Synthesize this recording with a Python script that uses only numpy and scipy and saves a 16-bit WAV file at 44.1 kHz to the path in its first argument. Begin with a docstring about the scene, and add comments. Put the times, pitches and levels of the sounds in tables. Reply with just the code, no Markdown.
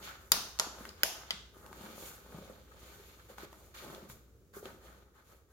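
"""Cloth rustles and plastic clips snap home four times: hands fasten a nylon bag to a metal frame.
Each latch cracks, rings and chatters against the frame, in a room with a wooden floor.
Then the bag is pulled out and patted into place: catching threads swish and crumple, slack panels
thump softly, small fittings tick and the taut weave whistles thinly under a finger.
A soft rumble and a mains hum lie underneath."""
import sys
import numpy as np
from scipy import signal
from scipy.fft import rfft, irfft, next_fast_len
from scipy.io import wavfile

SR = 44100
rng = np.random.default_rng(int(sys.argv[2]) if len(sys.argv) > 2 else 0)


def transcribe(signal):
    """Save signal, clipped to [-1, 1], as a 16-bit WAV file at the path in sys.argv[1]."""
    frames = np.atleast_2d(signal).T
    limited = np.clip(frames, -1, 1)
    pcm = np.round(limited * 32767).astype(np.int16)
    wavfile.write(sys.argv[1], SR, pcm)


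N = 243431
TIME = np.arange(N) / SR
CUTOFF_HZ = 16100
HUM_HZ, HUM_DB = 60.3, -2   # mains hum, level against the air
CLOTH_LAG_MS = 0.094   # the bag lies a little to the left: its sound reaches the right ear later

# colour of the still air: frequency_hz, density_db
AIR_COLOUR = [(20, -22), (35, -12), (55, 2), (85, 1), (130, -6.5), (250, -13.5), (450, -9.5), (800, -31),
              (1000, -32), (1300, -25.5), (1900, -34), (2500, -35), (5000, -36), (7000, -31.5), (8500, -41),
              (16000, -35)]
# fader ride on the room tone: time_s, gain_db
ROOM_TONE_FADE = [(0, -62), (4.85, -62.5), (5.1, -67), (5.52, -68)]
# decay of the room's tail: frequency_hz, t60_s
ROOM_T60 = [(200, .6), (530, 0.65), (1400, 0.54), (3700, 0.54), (6500, 0.55), (10000, 0.37), (15000, 0.49)]
# left-right likeness of diffuse sound: frequency_hz, correlation
STEREO_LIKENESS = [(60, .9), (130, 0.79), (400, 0.94), (640, 0.73), (1000, 0.91), (1400, 0.14), (2300, .1),
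                   (4500, 0), (6000, 0), (7500, 0.068), (10000, 1), (14000, 0.32)]

# colours of panel flex, hollow rub, coarse drag and nylon swish: frequency_hz, density_db
FLEX_COLOUR = [(70, -15), (130, -1.5), (230, -2.5), (380, -2.5), (560, -5), (750, -6.5), (1000, -8.5),
               (2000, -34)]
RUB_COLOUR = [(400, -11.5), (750, -1), (980, 4), (1250, -1), (1600, -1), (1900, 2), (2400, -13.5),
              (3000, -25), (5000, -33)]
DRAG_COLOUR = [(1200, -14.5), (2000, -0.5), (2700, -2.5), (3600, 1.5), (4400, -3.5), (5400, -7.5),
               (6800, -7), (8000, -20), (12000, -28)]
SWISH_COLOUR = [(3000, -19.5), (5500, -1.5), (7000, 1.5), (8000, -3), (10000, -2.5), (12000, 2.5),
                (14500, 5), (16000, -5)]
# peaks and dips of a steady hollow colouring on the rustles and thumps: centre_hz, width_hz, gain_db
HOLLOWS = [(340, 110, 4), (540, 50, 5), (1000, 200, -8), (1260, 200, 9.5), (1500, 170, 5), (1900, 250, -5),
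           (2280, 200, 5), (4400, 350, 3), (6950, 600, 4)]
# hand strokes: start_s, attack_s, hold_s, release_s (per 20 dB), flex_db, rub_db, drag_db, swish_db
STROKES = [(-.01, .01, 0.079, 0.17, -62.5, -54.5, -65, -63),
           (0.01, 0.036, 0.0038, 0.14, -73, -64, -49, -54), (0.177, .03, 0.043, 2.1, -76, -71.5, -83, -67),
           (0.712, 0.078, 0.084, 0.13, -59.5, -62, -61, -63),
           (0.958, 0.022, 0.34, 0.1, -68, -63, -65.5, -73),
           (1.518, 0.042, 0.18, 1.4, -62.5, -67.5, -74, -67),
           (1.682, .12, .07, 0.56, -56.5, -66, -61, -61.5), (1.912, 0.11, 0.056, .2, -75, -66.5, -59, -53),
           (2.22, 0.11, 0.093, 0.48, -59.5, -70, -64.5, -66), (2.645, 0.2, 0.11, 1, -67, -68.5, -64.5, -64),
           (3.281, .015, 0.006, 0.1, -60.5, -67, -65, -62.5),
           (3.372, 0.013, 0.066, 0.01, -55, -60.5, -59.5, -60.5),
           (3.5, 0.036, .12, 0.23, -68, -76, -74, -67.5), (3.737, .01, 0.054, 0.22, -69, -62, -56, -59.5),
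           (3.787, 0.054, 0.1, 0.27, -56.5, -64.5, -64, -62.5),
           (4.083, .015, 0.0065, 0.07, -65, -63.5, -60, -54),
           (4.526, 0.041, 0.0047, 0.06, -59, -62, -64.5, -55),
           (4.615, 0.033, 0.017, 0.17, -57, -61.5, -63.5, -62),
           (4.794, 0.048, 0.024, 0.3, -62.5, -64.5, -68, -67),
           (5.13, 0.022, 0.021, 0.32, -71, -72, -76, -74),
           (5.24, 0.041, 0.042, 0.14, -69.5, -70, -74.5, -69), (5.474, 0.044, .02, .1, -75, -73, -80, -74)]
# taut nylon zipping under a finger: start_s, length_s, pitch_hz, level_db
WHISTLES = [(2.828, 0.17, 12000, -69), (3.013, .12, 11900, -67.5), (3.801, .24, 15200, -68),
            (4.53, 0.067, 15550, -57.5)]
# small fittings and creases ticking: start_s, gain_db, pitch_hz
TICKS = [(0.589, -14.5, 5530), (0.853, -22, 1590), (0.891, -27.5, 4940), (1.663, -27, 860),
         (1.729, -26, 1200), (3.383, -23.5, 1180), (3.529, -29.5, 900), (3.948, -28.5, 3670),
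         (4.099, -30.5, 1470), (4.538, -36, 1260), (4.656, -28, 3050)]
# soft blows on the bag's panels: start_s, level_db, pitch_hz
THUMPS = [(0.373, -42, 274), (0.669, -38.5, 285), (0.807, -39, 230), (1.335, -46, 183), (1.808, -42, 220),
          (1.839, -39.5, 217), (2.344, -37.5, 155), (2.382, -42, 194), (2.424, -41, 547),
          (2.496, -40.5, 553), (2.996, -43, 415), (3.299, -38.5, 520), (3.432, -38, 352), (3.851, -42, 337),
          (3.873, -41.5, 260), (3.979, -38, 545), (4.027, -43.5, 217.5), (4.098, -42.5, 119),
          (4.567, -33.5, 397), (4.628, -36, 426), (4.656, -35, 377)]

# clips snapping home:
# start_s, crack_db, ring_db, chatter_db, chatter_t60_s, room_send_db, right_lag_ms, left_over_right_db
SNAPS = [(0.3187, 2.5, -12, -2, 0.013, -1.5, .16, -0.5), (0.5973, -5.5, -10.5, -10, 0.018, -1.5, 0.18, 1),
         (1.0333, 0, -22.5, -1.5, 0.014, -2.5, .12, -1), (1.3067, -9.5, -26.5, -3, 0.035, -3, 0.16, 1)]
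# colour of the crack, one list a snap: frequency_hz, density_db
CRACK_COLOURS = [
    [(100, -7.5), (300, -8), (520, -7.5), (750, -4.5), (1350, 0.5), (2100, -6.5), (3300, -1), (5300, -1.5),
     (6900, -0.5), (7900, -17), (9500, -8), (14500, -13), (16500, -17)],
    [(100, -7.5), (300, -7.5), (450, 0), (750, 4), (1300, 7.5), (2200, -10), (3500, -3.5), (5000, -11),
     (6700, -6.5), (8000, -17), (11500, -7), (14500, -20.5), (16500, -30)],
    [(100, -21), (290, -4), (430, -3.5), (630, 8.5), (900, 3), (1550, -2.5), (2200, -4.5), (3100, 4),
     (4300, -4), (5500, 3), (6900, 4), (7800, -11.5), (10000, -2), (14500, -5.5), (16500, -24.5)],
    [(100, -19), (280, -17), (550, -5), (850, -7), (1400, 3.5), (2500, -4.5), (3400, 7), (4900, -3),
     (6800, -5), (8000, -12), (12000, -21), (16500, -24)],
]
# ringing modes of the plastic, one list a snap: pitch_hz, width_hz, level_db
CLIP_MODES = [
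    [(1280, 350, -16.5), (3570, 110, -9), (4590, 140, -5), (4886, 100, -1), (6270, 150, -11.5),
     (6940, 280, 1), (9800, 140, -14.5), (10900, 160, -15), (13350, 170, -12.5)],
    [(480, 270, -28), (1290, 200, -10.5), (4524, 420, -4.5), (5150, 300, -4), (6170, 1000, 2),
     (7160, 220, -3.5)],
    [(576, 110, 1.5), (1507, 226, 6), (3200, 120, -12), (3860, 240, -16.5), (5360, 270, 5.5),
     (6800, 70, -1), (9890, 520, -14.5), (13200, 220, -21)],
    [(1330, 53, -12.5), (1960, 63, -7), (3330, 460, 7), (4770, 210, 7)],
]


def from_db(db):
    """Decibels to gain."""
    return 10 ** (np.asarray(db) / 20)


def unit_rms(x):
    """Scale to rms 1."""
    return x / np.sqrt(np.mean(x ** 2) + 1e-20)


def unit_energy(x):
    """Scale to an average energy of 1 a channel."""
    return unit_rms(x) / np.sqrt(x.shape[-1])


def at_hz(points, hz):
    """Read a table on a log-frequency axis."""
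    frequencies, values = np.transpose(points)
    return np.interp(np.log(np.maximum(hz, 1)), np.log(frequencies), values)


def add(out, start_s, sound):
    """Lay a sound into the track."""
    start = int(round(start_s * SR))
    out[:, start:start + sound.shape[-1]] += sound[..., :N - start]


def convolve(sound, response):
    """Play a sound through a response."""
    return signal.oaconvolve(np.atleast_2d(sound), np.atleast_2d(response), axes=-1)


def delayed(x, lag_ms):
    """The same sound a little later, as the farther ear hears it."""
    size = next_fast_len(len(x) + 256)
    shift = np.exp(-2j * np.pi * np.fft.rfftfreq(size, 1 / SR) * lag_ms / 1000)
    return irfft(rfft(x, size) * shift, size)[:len(x)]


def pulse(colour, size=2048):
    """The tightest click with the given colour: a minimum-phase pulse."""
    magnitude = from_db(at_hz(colour, np.fft.rfftfreq(size, 1 / SR)))
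    cepstrum = irfft(np.log(magnitude))
    cepstrum[1:size // 2] *= 2
    cepstrum[size // 2 + 1:] = 0
    return unit_energy(irfft(np.exp(rfft(cepstrum))))


def spread(pair):
    """Two unrelated signals become diffuse stereo, their width set by frequency."""
    length = pair.shape[-1]
    size = next_fast_len(length)
    alike = np.clip(at_hz(STEREO_LIKENESS, np.fft.rfftfreq(size, 1 / SR)), -.99, .99)
    mid, side = rfft(pair, size)
    return irfft(np.sqrt(1 + alike) * mid + np.sqrt(1 - alike) * side * [[1], [-1]], size)[:, :length]


def diffuse_noise(size):
    """White noise spread across the stereo field."""
    return spread(rng.standard_normal((2, size)))


def dying_noise(t60_s, length_s):
    """A diffuse burst that dies away."""
    t = TIME[:int(length_s * SR)]
    return unit_energy(diffuse_noise(len(t)) * from_db(-60 * t / t60_s))


def drift(rate_hz):
    """A random wobble with rms 1."""
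    knots_s = np.arange(0, TIME[-1] + 1, 1 / rate_hz)
    return unit_rms(np.interp(TIME, knots_s, rng.standard_normal(len(knots_s))))


def room_tone():
    """A bed of soft rumble and wavering mains hum, sinking towards the end."""
    air = unit_rms(convolve(diffuse_noise(N), pulse(AIR_COLOUR, size=8192))[:, :N])
    hum = np.sin(2 * np.pi * HUM_HZ * TIME + 0.37 * drift(rate_hz=5.5))
    hum *= from_db(1.1 * drift(rate_hz=8.9))
    fade_db = np.interp(TIME, *np.transpose(ROOM_TONE_FADE))
    return from_db(fade_db) * (air + from_db(HUM_DB) * unit_rms(hum))


def room_reverb(build_s, near_db, near_t60_s, size=32768):
    """Near reflections from frame and floor, then a diffuse tail whose treble dies first."""
    t, hz = TIME[:size], np.fft.rfftfreq(size, 1 / SR)
    noise_spectrum = rfft(diffuse_noise(size))
    centres_hz = np.geomspace(150, 16000, 12)
    tail = 0
    for centre_hz, share in zip(centres_hz, np.eye(len(centres_hz))):
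        band = irfft(noise_spectrum * at_hz(np.c_[centres_hz, share], hz))
        tail = tail + band * from_db(-60 * t / at_hz(ROOM_T60, centre_hz))
    near = unit_energy(diffuse_noise(size) * from_db(-60 * t / near_t60_s))
    return unit_energy(tail * (1 - np.exp(-t / build_s))) + from_db(near_db) * near


def weave_whistles(width_hz):
    """The weave's ridges pass at an unsteady rate and give a thin, rough whistle."""
    out = np.zeros((2, N))
    for start_s, length_s, pitch_hz, level_db in WHISTLES:
        size = int(length_s * SR)
        narrow_band = signal.iirpeak(pitch_hz, pitch_hz / width_hz, fs=SR)
        tone = signal.lfilter(*narrow_band, rng.standard_normal(size))
        add(out, start_s, from_db(level_db) * unit_rms(tone) * np.hanning(size))
    return out


def fitting_ticks(low_db, top_db, scrape_db, scrape_t60_s):
    """Light contacts: a tap with one broad resonance, and a brief scrape after it."""
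    out = np.zeros((2, N))
    for start_s, gain_db, pitch_hz in TICKS:
        colour = [(pitch_hz / 4, low_db), (pitch_hz, 0), (pitch_hz * 2, top_db / 2), (CUTOFF_HZ, top_db)]
        tap = from_db(gain_db) * pulse(colour)
        scrape = convolve(tap, dying_noise(scrape_t60_s, length_s=.03))
        add(out, start_s, tap / 2)
        add(out, start_s, from_db(scrape_db) * scrape)
    return out


def hollow_colour(x):
    """A steady hollow colouring on the rustles and thumps lifts some narrow bands and thins others."""
    for centre_hz, width_hz, gain_db in HOLLOWS:
        band = signal.lfilter(*signal.iirpeak(centre_hz, centre_hz / width_hz, fs=SR), x)
        x = x + (from_db(gain_db) - 1) * band
    return x


def panel_thumps(t60_cycles, rise_s, scuff_db, scuff_t60_s):
    """A patted slack panel swings a few cycles, with a scuff of cloth on top."""
    out, t = np.zeros((2, N)), TIME[:SR // 10]
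    for start_s, level_db, pitch_hz in THUMPS:
        envelope = from_db(-60 * t * pitch_hz / t60_cycles) * (1 - np.exp(-t / rise_s))
        swing = np.sin(2 * np.pi * pitch_hz * t) * envelope
        scuff = convolve(pulse(FLEX_COLOUR), dying_noise(scuff_t60_s, length_s=0.084))
        add(out, start_s, from_db(level_db) * swing)
        add(out, start_s, from_db(level_db + scuff_db) * scuff)
    return hollow_colour(out)


def hand_strokes():
    """One gain curve a cloth layer: strokes swell, hold and die away, and overlaps add in power."""
    t, power = TIME[::64], 0
    for start_s, attack_s, hold_s, release_s, *layers_db in STROKES:
        swell = np.clip((t - start_s) / attack_s, 0, 1)
        fall = from_db(-20 * np.maximum(t - start_s - attack_s - hold_s, 0) / release_s)
        power = power + np.outer(from_db(layers_db), swell * fall) ** 2
    return [np.interp(TIME, t, gain) for gain in np.sqrt(power)]


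def cloth(colour, grains_per_s, scatter_db, hiss_db, flutter_db, flutter_hz):
    """Threads catch and slip: grains of uneven size over a smooth friction hiss, coming in clumps."""
    sizes = from_db(scatter_db * np.minimum(rng.exponential(1, N), 4))
    slips = rng.random(N) < grains_per_s / SR
    grains = unit_rms(slips * sizes * rng.standard_normal((2, N)))
    friction = spread(grains + from_db(hiss_db) * rng.standard_normal((2, N)))
    flutter = from_db(flutter_db * drift(flutter_hz))
    return unit_rms(convolve(friction * flutter, pulse(colour))[:, :N])


def bag_rustle():
    """Panels flex with low crumples and sound hollow under the hands; the weave drags and swishes."""
    flex = cloth(FLEX_COLOUR, grains_per_s=220, scatter_db=2.5, hiss_db=-1.5,
                 flutter_db=1.6, flutter_hz=35)
    rub = cloth(RUB_COLOUR, grains_per_s=500, scatter_db=2.6, hiss_db=-0.5,
                flutter_db=3.0, flutter_hz=50)
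    drag = cloth(DRAG_COLOUR, grains_per_s=1100, scatter_db=2.0, hiss_db=1.5,
                 flutter_db=1.4, flutter_hz=76)
    swish = cloth(SWISH_COLOUR, grains_per_s=5400, scatter_db=1.5, hiss_db=8,
                  flutter_db=1.2, flutter_hz=78)
    flex_gain, rub_gain, drag_gain, swish_gain = hand_strokes()
    return hollow_colour(flex_gain * flex + rub_gain * rub + drag_gain * drag + swish_gain * swish)


def dispersed(x, centre_hz, q):
    """Bending waves arrive smeared over a fraction of a millisecond: two allpasses."""
    _, feedback = signal.iirpeak(centre_hz, q, fs=SR)
    allpass = feedback[::-1], feedback
    return signal.lfilter(*allpass, signal.lfilter(*allpass, x))


def plastic_ring(modes, t):
    """A clip rings in damped modes of alternating polarity; the wider ones die sooner."""
    ring = 0
    for k, (pitch_hz, width_hz, level_db) in enumerate(modes):
        envelope = from_db(level_db) * np.exp(-np.pi * width_hz * t)
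        ring = ring + (-1) ** k * envelope * np.sin(2 * np.pi * pitch_hz * t)
    return ring


def clip_snaps(reverb, ring_send_db):
    """A latch lets go with a crack, its plastic rings, and the parts chatter against the frame."""
    out = np.zeros((2, N))
    highpass = signal.butter(2, 9000, "high", fs=SR, output="sos")
    for row, colour, modes in zip(SNAPS, CRACK_COLOURS, CLIP_MODES):
        start_s, crack_db, ring_db, chatter_db, chatter_t60_s, room_send_db, lag_ms, pan_db = row
        crack = from_db(crack_db) * pulse(colour)
        ring = from_db(ring_db) * plastic_ring(modes, TIME[:len(crack)])
        edge = signal.sosfilt(highpass, crack)   # the crack's top beams straight at the listener
        snap = dispersed(crack + edge + ring, centre_hz=5150, q=1.5)
        chatter = convolve(snap, dying_noise(chatter_t60_s, length_s=.05))
        pan = from_db(np.array([[pan_db], [-pan_db]]) / 2)
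        add(out, start_s, pan * np.array([snap, delayed(snap, lag_ms)]))
        add(out, start_s, pan * from_db(chatter_db) * chatter)
        # the crack spreads through the frame and fills the room; the small clip's ring stays mostly close
        send = crack + from_db(ring_send_db) * ring
        add(out, start_s, from_db(room_send_db) * convolve(send, reverb))
    return out


def scene():
    """Clips and bag share one reverb, over the room tone."""
    reverb = room_reverb(build_s=0.0077, near_db=-1, near_t60_s=0.067)
    thumps = panel_thumps(t60_cycles=10.4, rise_s=0.0018, scuff_db=5.5, scuff_t60_s=0.069)
    rustle = bag_rustle()
    ticks = fitting_ticks(low_db=-11, top_db=-25.5, scrape_db=1.0, scrape_t60_s=0.013)
    left, right = rustle + thumps + ticks + weave_whistles(width_hz=160)
    bag = np.array([left, delayed(right, CLOTH_LAG_MS)])
    bag_reverb = from_db(-7) * convolve(bag, reverb)[:, :N]
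    return clip_snaps(reverb, ring_send_db=-10) + bag + bag_reverb + room_tone()


def record(dry):
    """A steep low-pass trims the very top of the mix."""
    return signal.sosfilt(signal.ellip(10, .1, 80, CUTOFF_HZ, fs=SR, output="sos"), dry)


dry = scene()
out = record(dry)
transcribe(out)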